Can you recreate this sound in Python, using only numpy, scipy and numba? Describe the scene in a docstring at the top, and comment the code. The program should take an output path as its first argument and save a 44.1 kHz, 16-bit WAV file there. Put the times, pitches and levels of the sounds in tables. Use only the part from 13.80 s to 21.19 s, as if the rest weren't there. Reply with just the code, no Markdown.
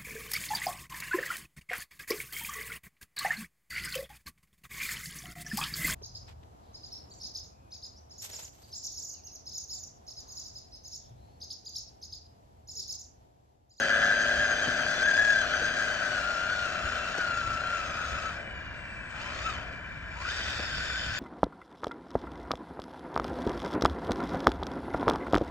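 """Gears whine and rattle in a metal hull: a model bulldozer climbs loose gravel, pauses, nudges forward, then turns.
Meshing teeth sing as sines that sag under load; when loose, they shake the hull with impact noise and even taps.
Tracks grind as grains of noise through ringing frames, with knocks, short bursts and a skid in the turn.
Behind them a pump hums on its shaft orders and idles in the pauses, a controller whistles thinly,
and light wind rumbles as low coloured noise; the machine is a metre or two from a phone."""
import sys
import numpy as np
from scipy import signal
from scipy.fft import rfft, irfft, next_fast_len
from scipy.io import wavfile
from scipy.ndimage import uniform_filter1d
from numba import njit

SR = 44100
rng = np.random.default_rng(int(sys.argv[2]) if len(sys.argv) > 2 else 0)


def persist_wave(psi):
    """Save psi, clipped to +-1, as 16-bit WAV."""
    counts = np.round(np.clip(psi, -1, 1) * 32767).astype(np.int16)
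    wavfile.write(sys.argv[1], SR, np.atleast_2d(counts).T)


N = 325899
LEFT_RIGHT = np.array([[1], [-1]])

# the machine turns its back: (t/s, share heard from behind 0-1, left minus right level/dB before each layer's offset)
PATH = [(0, 0, 2.5), (.55, 0.15, 1), (1.1, 0.06, 4), (2.3, 0.48, 3.5), (3.0, 0.6, 3), (3.7, 0.79, 2),
        (7.39, 1, 2.5)]
# base level of each drive layer, before moves and trims:
# (level/dB side-on at cruising speed, dB per octave of speed, dB added from behind, dB added at rest)
GEAR_LEVEL = (-29, 5.5, -6.5, -6)
OVERTONE_LEVEL = (-42.5, 11, -5, -30)
SCRAPE_LEVEL = (-43, 5.5, -3, -7.5)
HISS_LEVEL = (-42, 9, -7, -11)
CRUISE_HZ = 1610  # tooth rate
LINK_THROB_DB, GEAR_FLICKER_DB = 1.2, 1
MIDDLE_WOBBLE, MIDDLE_TAP_DB = .2, -8  # depth 0-1 and relative tap level of the middle wheel
# the hull's loudest panel resonance: it sounds lower from behind and follows slow gears down
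HULL_HZ, HULL_BACK_HZ, HULL_FOLLOW, HULL_DROP_HZ = 1599, 95, 0.47, 148


def machine():
    """One speed drives gears, tracks and pump; one heading shades the drive."""
    mesh_hz, moving, loose_clean, stumble, move_db = drive()
    move_gears_db, move_scrape_db, move_hiss_db, move_overtone_db = move_db
    rear, pan_db = curve(PATH)
    rear = np.clip(rear, 0, 1)
    bite_db, clean, fast, slow = contact(mesh_hz, loose_clean)
    # the load rises as each track link bites
    links = turn(mesh_hz / 160 * (1 + 0.133 * walk(6.6)))
    mesh = turn(mesh_hz * (1 + 0.0105 * np.sin(links) + 0.004 * walk(28) + 0.009 * walk(170)))
    fast_wheel, middle_wheel, slow_wheel = mesh / 15, mesh / 11.5, mesh / 45
    # off-centre wheels press the teeth harder, and push them ahead, once a turn
    wobble = np.exp(fast * np.cos(fast_wheel) + slow * np.cos(slow_wheel) - (fast ** 2 + slow ** 2) / 2)
    twist = fast * np.sin(fast_wheel) / 2 + slow * np.cos(slow_wheel)
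    twist = twist + stumble * unit(walk(200) + walk(70))
    taps = tap(fast_wheel) + undb(MIDDLE_TAP_DB) * tap(middle_wheel)
    knocking = wobble ** 0.38 * (1 + MIDDLE_WOBBLE * np.cos(middle_wheel))
    gears_db, overtone_db, scrape_db, hiss_db = (
        loudness(law, mesh_hz, rear, moving)
        for law in (GEAR_LEVEL, OVERTONE_LEVEL, SCRAPE_LEVEL, HISS_LEVEL))
    flicker_db = moving * (LINK_THROB_DB * np.sin(links) + GEAR_FLICKER_DB * walk(45))
    gears_db = gears_db + move_gears_db + bite_db + brief_dips() + flicker_db
    hull_drop_hz = np.clip(HULL_FOLLOW * (CRUISE_HZ - mesh_hz), 0, HULL_DROP_HZ)
    hull_hz = HULL_HZ - moving * (HULL_BACK_HZ * rear + hull_drop_hz)
    return (gears(mesh, wobble, twist, knocking, taps, clean, gears_db, moving * pan_db, hull_hz)
            + overtones(mesh, wobble, overtone_db + move_overtone_db)
            + tracks(wobble, rear, scrape_db + move_scrape_db, hiss_db + move_hiss_db)
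            + skid(wobble) + inner_track(pan_db) + pump(moving))


# the three moves (climb, nudge, turn): (start t/s, stop t/s, run-down/s, added gears level/dB, scrape level/dB,
# hiss level/dB, overtones level/dB, share of clean whine between bites 0-1 at full speed)
MOVES = [(-.3, 4.49, .17, 0, 0, 0, 0, 0.32), (5.25, 5.76, .24, -4.5, 3, 1, 3.5, 0.2),
         (6.27, 7.5, .2, -5.5, 0.5, 0, 0, 0.1)]
# drive speed aimed at in each move: (t/s, tooth rate f/Hz)
CLIMB = [(0, 1570), (.3, 1595), (.42, 1575), (.62, 1605), (.95, 1535), (1.05, 1560), (1.19, 1535),
         (1.27, 1635), (1.33, 1595), (1.43, 1685), (1.5, 1645), (1.54, 1570), (1.58, 1620), (1.67, 1440),
         (1.75, 1545), (1.85, 1555), (2.01, 1615), (2.1, 1535), (2.3, 1520), (2.4, 1400), (2.6, 1385),
         (2.73, 1465), (2.84, 1420), (2.91, 1325), (3.13, 1380), (3.3, 1350), (3.4, 1480), (3.5, 1390),
         (3.72, 1345), (3.93, 1400), (4.02, 1320), (4.12, 1250), (4.2, 1295), (4.48, 1295)]
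NUDGE = [(5.3, 740), (5.38, 820), (5.44, 1000), (5.47, 1035), (5.5, 995), (5.62, 1165), (5.67, 1340),
         (5.72, 1210), (5.79, 910)]
TURN = [(6.37, 930), (6.42, 1040), (6.46, 1290), (6.5, 1570), (6.53, 1790), (6.58, 1960), (6.7, 1950),
        (6.82, 1760), (7.05, 1770), (7.39, 1720)]
SPIN_UP_S, CRAWL_HZ = .14, 906.5  # the tooth rate goes from a crawl to its curve and back to the crawl
# the teeth stumble below a smooth running speed and when the speed surges
STUMBLE_RAD, SMOOTH_HZ, SURGE_HZ_PER_S = .9, 1330, 6000


def drive():
    """Motor speed: tooth rate, motion 0-1, share of clean whine, stumble in radians, and layer dB of each move."""
    moving, *extra_db, clean = sum(np.outer([1, *character], swell(start, stop, SPIN_UP_S, run_down))
                                   for start, stop, run_down, *character in MOVES)
    speed_hz, = curve(CLIMB + NUDGE + TURN)
    mesh_hz = CRAWL_HZ + moving * (speed_hz - CRAWL_HZ)
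    surge = uniform_filter1d(np.abs(np.gradient(mesh_hz)) * SR, SR // 10) / SURGE_HZ_PER_S
    crawl = np.maximum(SMOOTH_HZ - mesh_hz, 0) / (SMOOTH_HZ - CRAWL_HZ)
    stumble = STUMBLE_RAD * np.minimum(crawl + surge ** 2, 1)
    return mesh_hz, moving, clean * moving ** 5, stumble, extra_db


# the tracks bite and the loaded gears sing out: (start t/s, stop t/s, added level/dB, share of clean whine 0-1,
# wobble of the fast wheel 0-1, wobble of the slow wheel 0-1)
BITES = [(0.054, 0.31, 5, 0.37, 0.63, 0.1), (0.32, 0.707, 3, 0.52, 0.33, 0.08),
         (1.194, 1.611, 5.5, 0.89, 0.31, 0.4), (2.426, 2.846, 2, 0.73, 0.2, 0.18),
         (3.374, 3.8, 3.5, 0.77, 0.2, 0.32), (3.824, 4, 4.5, 0.82, 0.3, 0.21),
         (4.287, 4.46, 0, 0.43, 0.2, 0.24), (5.637, 5.684, 7, 0.8, 0.1, .3),
         (6.433, 6.497, 7, 0.72, 0.4, 0)]
BITE_RISE_S, BITE_FALL_S = 0.025, 0.04
LOOSE_WOBBLE, SLOW_WOBBLE = 0.26, 0.16  # wobble 0-1 of the fast and of the slow wheel between bites
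RESTART_GRIP = .48  # extra share of clean whine (0-1) while the turn gets under way
UNLOADED_HZ, RACING_DB_PER_HZ = 1655, 0.005  # above this tooth rate the gears run light and grow quieter


def contact(mesh_hz, loose_clean):
    """Teeth press harder in a bite and less when racing: extra dB, clean share, fast and slow wobble."""
    biting, *bite = sum(np.outer([1, *character], swell(start, stop, BITE_RISE_S, BITE_FALL_S))
                        for start, stop, *character in BITES)
    bite_db, clean, fast, slow = bite / np.maximum(biting, 1)
    loose = np.maximum(1 - biting, 0)
    # the teeth press as the drive restarts
    grip = RESTART_GRIP * swell(MOVES[2][0] + SPIN_UP_S / 2, BITES[-1][0], 0.04, 0.028)
    clean = np.clip(clean + loose * loose_clean + grip, 0, 1)
    racing_db = RACING_DB_PER_HZ * np.maximum(mesh_hz - UNLOADED_HZ, 0)
    return bite_db - racing_db, clean, fast + loose * LOOSE_WOBBLE, slow + loose * SLOW_WOBBLE


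def loudness(law, mesh_hz, rear, moving):
    """Level in dB of a drive layer: louder with speed, shaded from behind, weaker at rest."""
    cruise_db, octave_db, back_db, rest_db = law
    return cruise_db + octave_db * np.log2(mesh_hz / CRUISE_HZ) + back_db * rear + rest_db * (1 - moving)


# tint of the hull on rattle and taps: (f/Hz, relative level/dB per Hz)
HULL_COLOUR = [(700, 8.5), (1000, -12.5), (1300, -2), (1730, -1.5), (1890, -13), (2020, 0), (2200, -22),
               (3000, 3)]
TAP_SHARE = .45  # power share of even taps in the loose sound, 0-1


def gears(mesh, wobble, twist, knocking, taps, clean, level_db, pan_db, hull_hz):
    """Teeth in firm contact sing; loose ones rattle the hull and tap it evenly, once to each turn of a wheel."""
    whine = unit(np.sin(mesh + twist) * undb(0.82 * walk(130)) * wobble)

    def shake():
        return colour(ring(grains(16000, 0.13) * knocking, hull_hz + 20, 580), HULL_COLOUR)
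    rattle = spread(shake, side_db=-10.0)
    tapping = colour(ring(taps, hull_hz + 30, 340), HULL_COLOUR)
    loose = np.sqrt(1 - TAP_SHARE) * rattle + np.sqrt(TAP_SHARE) * tapping
    sound = bounded(np.sqrt(clean) * whine + np.sqrt(1 - clean) * loose)
    return sound * undb(level_db - 0.5 + (pan_db - 3.0) * LEFT_RIGHT / 2)


TAP_JITTER, TAP_SCATTER_DB = .007, 1.2  # timing spread in turns, and spread of strength


def tap(wheel):
    """One tap to each turn of a wheel, nearly even in time and strength."""
    turns = np.floor(wheel / (2 * np.pi) + TAP_JITTER * walk(60))
    return np.diff(turns, prepend=turns[0]) * undb(TAP_SCATTER_DB * walk(100))


DIP_DB, DIP_S = -8, .018  # depth and length of the dip


def brief_dips():
    """Brief dip in dB of the gear level before each short hull-pitched pulse."""
    return DIP_DB * sum(swell(s - DIP_S, s, DIP_S / 2, PULSE_PEAK_S) for s, _ in PULSES)


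SWING_LIMIT = 2.1  # where the panel's swing levels off, in units of its rms


def bounded(x):
    """A panel can only swing so far: the strongest bursts level off at a like height; rms 1."""
    envelope = np.abs(signal.hilbert(unit(x), next_fast_len(N))[..., :N])
    swing = envelope / SWING_LIMIT
    return unit(x / (1 + swing ** 4) ** .25)


# overtones of the tooth rate: (multiple of the tooth rate, relative level/dB)
OVERTONES = [(2, 0), (3, -1), (4, 0), (5, -3), (6, -5), (7, -8)]
# what the gearbox lets out: (f/Hz, relative level/dB)
GEARBOX = [(1600, -3), (2000, 1), (2650, 8), (2950, 1), (3200, 2), (3520, 0), (3850, -4), (4500, 4),
           (4900, -1), (5350, -3.5), (5750, -5), (6400, 2), (6950, -4.5), (7500, -9), (8800, -35)]
BACKLASH_RAD, BREAK_UP_DB = 1.03, 2.8  # play between the teeth, and overtone flicker, per wandering curve


def overtones(mesh, wobble, level_db):
    """The upper whine glides with the teeth, blurred by backlash and broken into short grains."""
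    def partial(k):
        play = BACKLASH_RAD * (walk(220) + walk(60))
        return np.sin(k * mesh + play) * undb(BREAK_UP_DB * (walk(22) + walk(150)))

    def upper_whine():
        partials = sum(undb(db) * partial(k) for k, db in OVERTONES)
        return colour(np.sqrt(wobble) * partials, GEARBOX)
    return spread(upper_whine, side_db=-2.5) * undb(level_db)


# spectra of the grinding and of the finer grit: (f/Hz, relative level/dB per Hz)
SCRAPE = [(300, -6), (600, 1.5), (900, -3), (1200, 0.5), (1950, 9.5), (2200, 1), (2500, 10), (3300, -6.5),
          (4000, -13), (4800, -30), (7000, -79.5)]
HISS = [(2800, -46.5), (3800, 2), (4700, 2), (5600, -2), (6400, -0.5), (7200, -8), (8100, -5.5),
        (8900, -36), (10200, -13.5), (12000, -42.5), (15500, -18.5)]
# track frames ringing, from the side and from behind: (f/Hz, width f/Hz before narrowing, relative level/dB)
SIDE_MODES = [(2540, 170, -8.5), (3165, 880, 3.5), (3466, 98, 0.5), (4023, 120, -3.5), (4960, 110, -5),
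              (6240, 520, -6)]
REAR_MODES = [(2790, 90, -8.5), (3076, 210, 4.5), (3580, 460, 0.5), (4610, 410, -3), (5220, 250, -8),
              (6860, 520, -8), (7690, 500, -14.5)]
FRAME_DRIFT = .012  # the ringing drifts by this share as the links shift


def tracks(wobble, rear, scrape_db, hiss_db):
    """Links and grit grind in step with the drive and ring the track frames."""
    throb = wobble ** 0.69

    def grind():
        return colour(grains(9000, 3.05) * throb * undb(1.0 * walk(30)), SCRAPE)

    def grit():
        return colour(grains(16000, 0.75) * throb * undb(2.0 * walk(25)), HISS)

    def mode(hz, width, db):
        centre = hz * (1 + FRAME_DRIFT * walk(5))
        return undb(db + 2.3 * walk(11)) * ring(grains(6000, 1.8) * throb, centre, 0.68 * width)
    scrape = spread(grind, side_db=-5.5)
    hiss = spread(grit, side_db=-3.5)
    side_on = unit(sum(mode(*row) for row in SIDE_MODES))
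    rear_on = unit(sum(mode(*row) for row in REAR_MODES))
    frames = np.sqrt(1 - rear) * side_on + np.sqrt(rear) * rear_on
    frames_db = (scrape_db + hiss_db) / 2 + 1.5
    return scrape * undb(scrape_db + 3.0) + hiss * undb(hiss_db - 2.5) + frames * undb(frames_db)


# the tracks skid through the turn: (start t/s, stop t/s)
SKID_S = (6.45, 7.5)
# what they ring with: (settled f/Hz, width f/Hz, level/dB before flicker and throb)
SKID_MODES = [(3500, 400, -48.5), (4570, 280, -52), (5080, 260, -54)]
SKID_LIFT, SKID_SETTLE_S = .04, .3  # the ringing starts higher by this share and settles


def skid(wobble):
    """Through the turn the tracks scour sideways over the grit and ring in rough bands that start high and settle."""
    start, stop = SKID_S
    lift = 1 + SKID_LIFT * np.exp(-np.maximum(np.arange(N) / SR - start, 0) / SKID_SETTLE_S)

    def scour():
        return sum(undb(db + 2.4 * walk(18)) * ring(grains(5000, 2.7) * wobble, hz * lift, width)
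                   for hz, width, db in SKID_MODES)
    return spread(scour, side_db=-0.5) * swell(start, stop, 0.044, 0.13)


# the inner track's slower gears in the turn: (start t/s, stop t/s, first f/Hz, last f/Hz, level/dB before panning)
INNER_TRACK = (6.72, 7.5, 1559, 1494, -41)


def inner_track(pan_db):
    """The slower drive's whine gathers as the machine pivots."""
    start, stop, first_hz, last_hz, db = INNER_TRACK
    tooth_hz, = curve([(start, first_hz), (stop, last_hz)])
    mesh = turn(tooth_hz * (1 + .009 * walk(28) + .02 * walk(170)))
    whine = unit(np.sin(mesh) * undb(1.4 * walk(120))) * swell(start, stop, 0.29, 0.091)
    return whine * undb(db + (pan_db - 5.5) * LEFT_RIGHT / 2)


# the chassis knocks as it tips over stones: (t/s, level/dB before decay, f/Hz, width f/Hz, decay/s)
KNOCKS = [(0.871, -31, 380, 520, .009), (0.876, -28, 190, 260, .011), (1.795, -37, 400, 560, .011),
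          (1.815, -34.5, 350, 480, .018), (1.903, -39, 280, 220, .026), (3.379, -30, 430, 460, .008),
          (6.793, -35.5, 340, 460, .013)]
# short bursts around the second overtone of the whine, near 2.6-3 kHz, beside sharp snaps, near 5 kHz:
# (t/s, level/dB before decay, f/Hz, width f/Hz, decay/s)
HIGH_BURSTS = [(1.679, -44, 5000, 3800, .004), (2.945, -41, 3000, 2200, .012),
               (3.377, -40.5, 5400, 3600, .01), (3.586, -38, 2650, 400, .012),
               (4.008, -39, 2600, 450, .012), (4.168, -43, 5000, 3800, .004),
               (4.215, -45, 5000, 3800, .004)]
# short hull-pitched pulses where the gear sound rises again: (t/s, approximate peak level/dB)
PULSES = [(0.0827, -21), (1.064, -22.5), (1.3766, -21), (3.613, -23.5), (3.836, -25), (6.45, -28)]


def short_events():
    """Knocks of the chassis, high bursts and snaps of resonant noise, and short hull-pitched pulses."""
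    blows = sum(undb(db) * burst(s, hz, width, decay) for s, db, hz, width, decay in KNOCKS + HIGH_BURSTS)
    pulses = sum(undb(db) * hull_pulse(s) for s, db in PULSES)
    return blows + pulses


def burst(s, hz, width, decay):
    """Resonant noise that starts at once and dies away."""
    age = np.maximum(np.arange(N) / SR - s, 0)
    return ring(rng.standard_normal(N), hz, width) * np.exp(-age / decay) * (1 - np.exp(-8 * age / decay))


PULSE_PEAK_S = .002


def hull_pulse(s):
    """A short sine pulse at the hull's pitch, lower from behind; peak near 1."""
    age = np.maximum(np.arange(N) / SR - s, 0) / PULSE_PEAK_S
    panel_hz = HULL_HZ - HULL_BACK_HZ * curve(PATH)[0]
    return age * np.exp(1 - age) * np.sin(2 * np.pi * panel_hz * age * PULSE_PEAK_S)


# pump speed: (t/s, shaft f/Hz)
PUMP_SPEED = [(0, 32.7), (.8, 35.3), (1.2, 35.75), (1.6, 35.8), (2.0, 35.2), (2.9, 35.1), (4.5, 33.4),
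              (4.9, 30.5), (7.39, 31)]
# pump tones: (multiple of the shaft rate, relative level/dB, drift dB per s)
PUMP_ORDERS = [(5, -12, 0), (7, -7, 0), (8, -16, 0), (10, -16, 0), (14, -12, -1), (16, -12, 0),
               (17, 0, -.6), (18, -6, 1), (19, -7, .7), (20, -12, .7), (21, -7, .5), (23, -17, 1)]
# spectrum of the rush: (f/Hz, relative level/dB per Hz)
PUMP_BODY = [(110, -13.5), (250, -9.5), (340, -5.5), (480, -5), (570, -1), (640, 1.5), (740, -1), (810, -9),
             (880, -14.5), (1200, -61)]
PUMP_DB, PUMP_FADE_DB_PER_S, PUMP_REST_DB = -37, 2.5, -8  # level at the start while driving, fade, change at rest
PUMP_LAG_S = 0.15  # the pump follows the drive a little late


def pump(moving):
    """A hum on the shaft orders fades steadily; a pulsing rush takes over at low load."""
    shaft_hz, = curve(PUMP_SPEED)
    t = np.arange(N) / SR
    running = np.interp(t - PUMP_LAG_S, t, moving)
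    load_db = PUMP_DB - PUMP_FADE_DB_PER_S * t + PUMP_REST_DB * (1 - running)
    shaft = turn(shaft_hz * (1 + 0.0008 * walk(13)))
    tones = [undb(db + drift * t + walk(6.8)) for _, db, drift in PUMP_ORDERS]
    chord = sum(tone * np.sin(k * shaft + 2 * np.pi * rng.random())
                for tone, (k, _, _) in zip(tones, PUMP_ORDERS))
    hum = unit(chord / np.linalg.norm(tones, axis=0))

    def pulse():
        return colour(rng.standard_normal(N) * (1 + 0.35 * np.cos(3 * shaft)), PUMP_BODY)
    rush = spread(pulse, side_db=-9.5)
    firm = np.clip((load_db + 53) / 9, .05, .68)  # power share of the hum
    return (np.sqrt(firm) * hum + np.sqrt(1 - firm) * rush) * undb(load_db)


# spectrum of the whirr: (f/Hz, relative level/dB per Hz)
IDLE = [(120, -2.5), (200, 1.5), (263, -8.5), (365, -8.5), (408, -16.5), (628, -6), (863, -25.5),
        (1630, 1.5), (2210, -8.5), (2390, -5), (2530, -23), (2770, -36), (3000, -19), (3900, -42),
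        (6600, -120)]
# thin whines in the pauses: (start t/s, stop t/s, first f/Hz, last f/Hz, level/dB before flicker)
COAST = [(4.58, 5.271, 3020, 2580, -54.5), (5.86, 6.283, 3030, 2990, -62)]
COAST_FLICKER_DB = 1.8
IDLE_FADE_DB_PER_S = 0.5  # the whirr and case die down from the first stop on


def idle():
    """What stays when the tracks stop: a soft whirr, a ringing case and thin whines."""
    flutter = 1 + 0.45 * np.cos(turn(160 + 6 * walk(4)))
    whirr = spread(lambda: colour(grains(6000, 0.83) * flutter, IDLE), side_db=-8.0) * undb(-46)
    case = ring(rng.standard_normal(N), 2351, 81) * undb(-49)
    case = case + ring(rng.standard_normal(N), 1020, 280) * undb(-56)

    def thin_whine(start, stop, first_hz, last_hz, db):
        glide_hz, = curve([(start, first_hz), (stop, last_hz)])
        tone = unit(np.sin(turn(glide_hz + 22 * walk(200))))
        return tone * undb(db + COAST_FLICKER_DB * walk(40)) * swell(start, stop, 0.051, 0.057)
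    coast = sum(thin_whine(*row) for row in COAST)
    since_stop = np.maximum(np.arange(N) / SR - MOVES[0][1], 0)
    return (whirr + case) * undb(-IDLE_FADE_DB_PER_S * since_stop) + coast


# speed controller whistling at low throttle: (start t/s, stop t/s, level/dB before flicker)
WHISTLES = [(4.565, 4.72, -76), (4.953, 5.584, -72), (5.73, 6.297, -86)]
CHOPPER_HZ = 7980


def controller():
    """The speed controller's thin whistle at low throttle, alike on both sides."""
    chopping = sum(undb(db) * swell(start, stop, .03, 0.031) for start, stop, db in WHISTLES)
    return unit(np.sin(turn(CHOPPER_HZ + 7 * walk(60)))) * chopping * undb(1.5 * walk(25))


# spectrum of the rumble: (f/Hz, relative level/dB per Hz)
WIND_COLOUR = [(12, -46.5), (20, -32), (38, -7), (64, 3.5), (88, -2.5), (146, -8.5), (178, -15.5),
               (201, -18.5), (280, -13.5), (360, -31.5), (620, -120)]
# gusts: (centre t/s, added level/dB, half length/s to where the dB fall to 1/e)
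GUSTS = [(0.596, 10, 0.078), (3.065, 10, 0.035), (3.703, 6, 0.12), (4.082, 6, 0.055), (4.327, 6.5, 0.07),
         (5.79, 2, 0.21), (6.693, 2.5, 0.066), (6.97, 5.5, 0.069), (7.294, 7, 0.044)]
WIND_DB, WIND_RISE_DB_PER_S, WIND_WANDER_DB = -51.5, 0.86, 0.54  # level at the start, rise, spread


def wind():
    """Wind on the microphone: low rumble that freshens slowly and swells with the gusts."""
    t = np.arange(N) / SR
    gust_db = sum(db * np.exp(-((t - s) / length) ** 2) for s, db, length in GUSTS)
    level_db = WIND_DB + WIND_RISE_DB_PER_S * t + WIND_WANDER_DB * walk(9.9) + gust_db
    return spread(lambda: colour(rng.standard_normal(N), WIND_COLOUR), side_db=-13.0) * undb(level_db)


def undb(db):
    """Decibels to gain."""
    return 10 ** (np.asarray(db) / 20)


def unit(x):
    """Scale to rms 1."""
    return x / np.sqrt(np.mean(x ** 2))


def curve(rows):
    """The columns of a table, joined by straight lines in time."""
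    s, *columns = np.transpose(rows)
    return [np.interp(np.arange(N) / SR, s, c) for c in columns]


def across(points):
    """(f/Hz, value) points on the bins of a spectrum."""
    hz, value = np.transpose(points)
    return np.interp(np.log(np.arange(N // 2 + 1) * SR / N + 1), np.log(hz + 1), value)


def colour(x, points):
    """Filter a sound by (f/Hz, level/dB) points; rms 1."""
    return unit(irfft(rfft(x) * undb(across(points)), N))


def walk(rate):
    """Smooth random wandering with rms 1, about rate new values a second."""
    k = max(int(SR / rate), 2)
    return unit(uniform_filter1d(np.repeat(rng.standard_normal(N // k + 1), k), k)[:N])


def turn(hz):
    """Angle of something that turns hz times a second."""
    return 2 * np.pi * np.cumsum(hz) / SR


def swell(start, stop, rise, fall):
    """An envelope 0-1: rises from start, holds, and falls from stop."""
    t = np.arange(N) / SR
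    return np.clip(np.minimum((t - start) / rise, 1 - (t - stop) / fall), 0, 1)


@njit
def svf(x, hz, width):
    """State-variable band-pass whose centre may move."""
    y, b, l = np.empty(len(x)), 0., 0.  # output, band and low states
    for i in range(len(x)):
        g, k = np.tan(np.pi * hz[i] / SR), width / hz[i]
        v = (b + g * (x[i] - l)) / (1 + g * (g + k))
        b, l, y[i] = 2 * v - b, l + 2 * g * v, k * v
    return y


def ring(x, hz, width):
    """A resonance with steep skirts, two equal band-passes in a row; rms 1."""
    centre = hz * np.ones(N)
    return unit(svf(svf(x, centre, float(width)), centre, float(width)))


def grains(rate, spread_db):
    """Dense tiny impacts, rate a second, most weak and a few strong; rms 1."""
    hit = rng.random(N) < rate / SR
    return unit(hit * rng.standard_normal(N) * undb(spread_db * np.minimum(rng.exponential(size=N), 5)))


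def spread(make, side_db):
    """A sound plus its scattered part, which differs left and right."""
    return make() + undb(side_db) * make() * LEFT_RIGHT


# the two microphone ports: (f/Hz, phase in radians by which left leads)
PORT_PHASE = [(30, -0.5), (700, 0.2), (1400, -0.07), (2330, 2), (4910, 1.82), (6200, -0.5), (6900, 1.5),
              (8350, -4), (10100, -2.5), (15000, -10)]
# and (f/Hz, left minus right level/dB)
PORT_BALANCE = [(60, -0.5), (110, 3.5), (200, 0.5), (380, 2.5), (700, 9.5), (1290, 7), (2380, 1), (4400, 0),
                (8120, -2), (15000, 1.5)]


def scene():
    """The machine and the wind reach the two ports; the whistle joins them equally."""
    sound = machine() + idle() + short_events() + wind()
    half = LEFT_RIGHT / 2
    ports = undb(half * across(PORT_BALANCE)) * np.exp(1j * half * across(PORT_PHASE))
    return irfft(rfft(sound) * ports, N) + controller()


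TOP_HZ = 15800


def record(dry):
    """The phone cuts the top with a steep low-pass."""
    return signal.sosfilt(signal.ellip(8, .2, 70, TOP_HZ, fs=SR, output="sos"), dry)


dry = scene()
out = record(dry)
persist_wave(out)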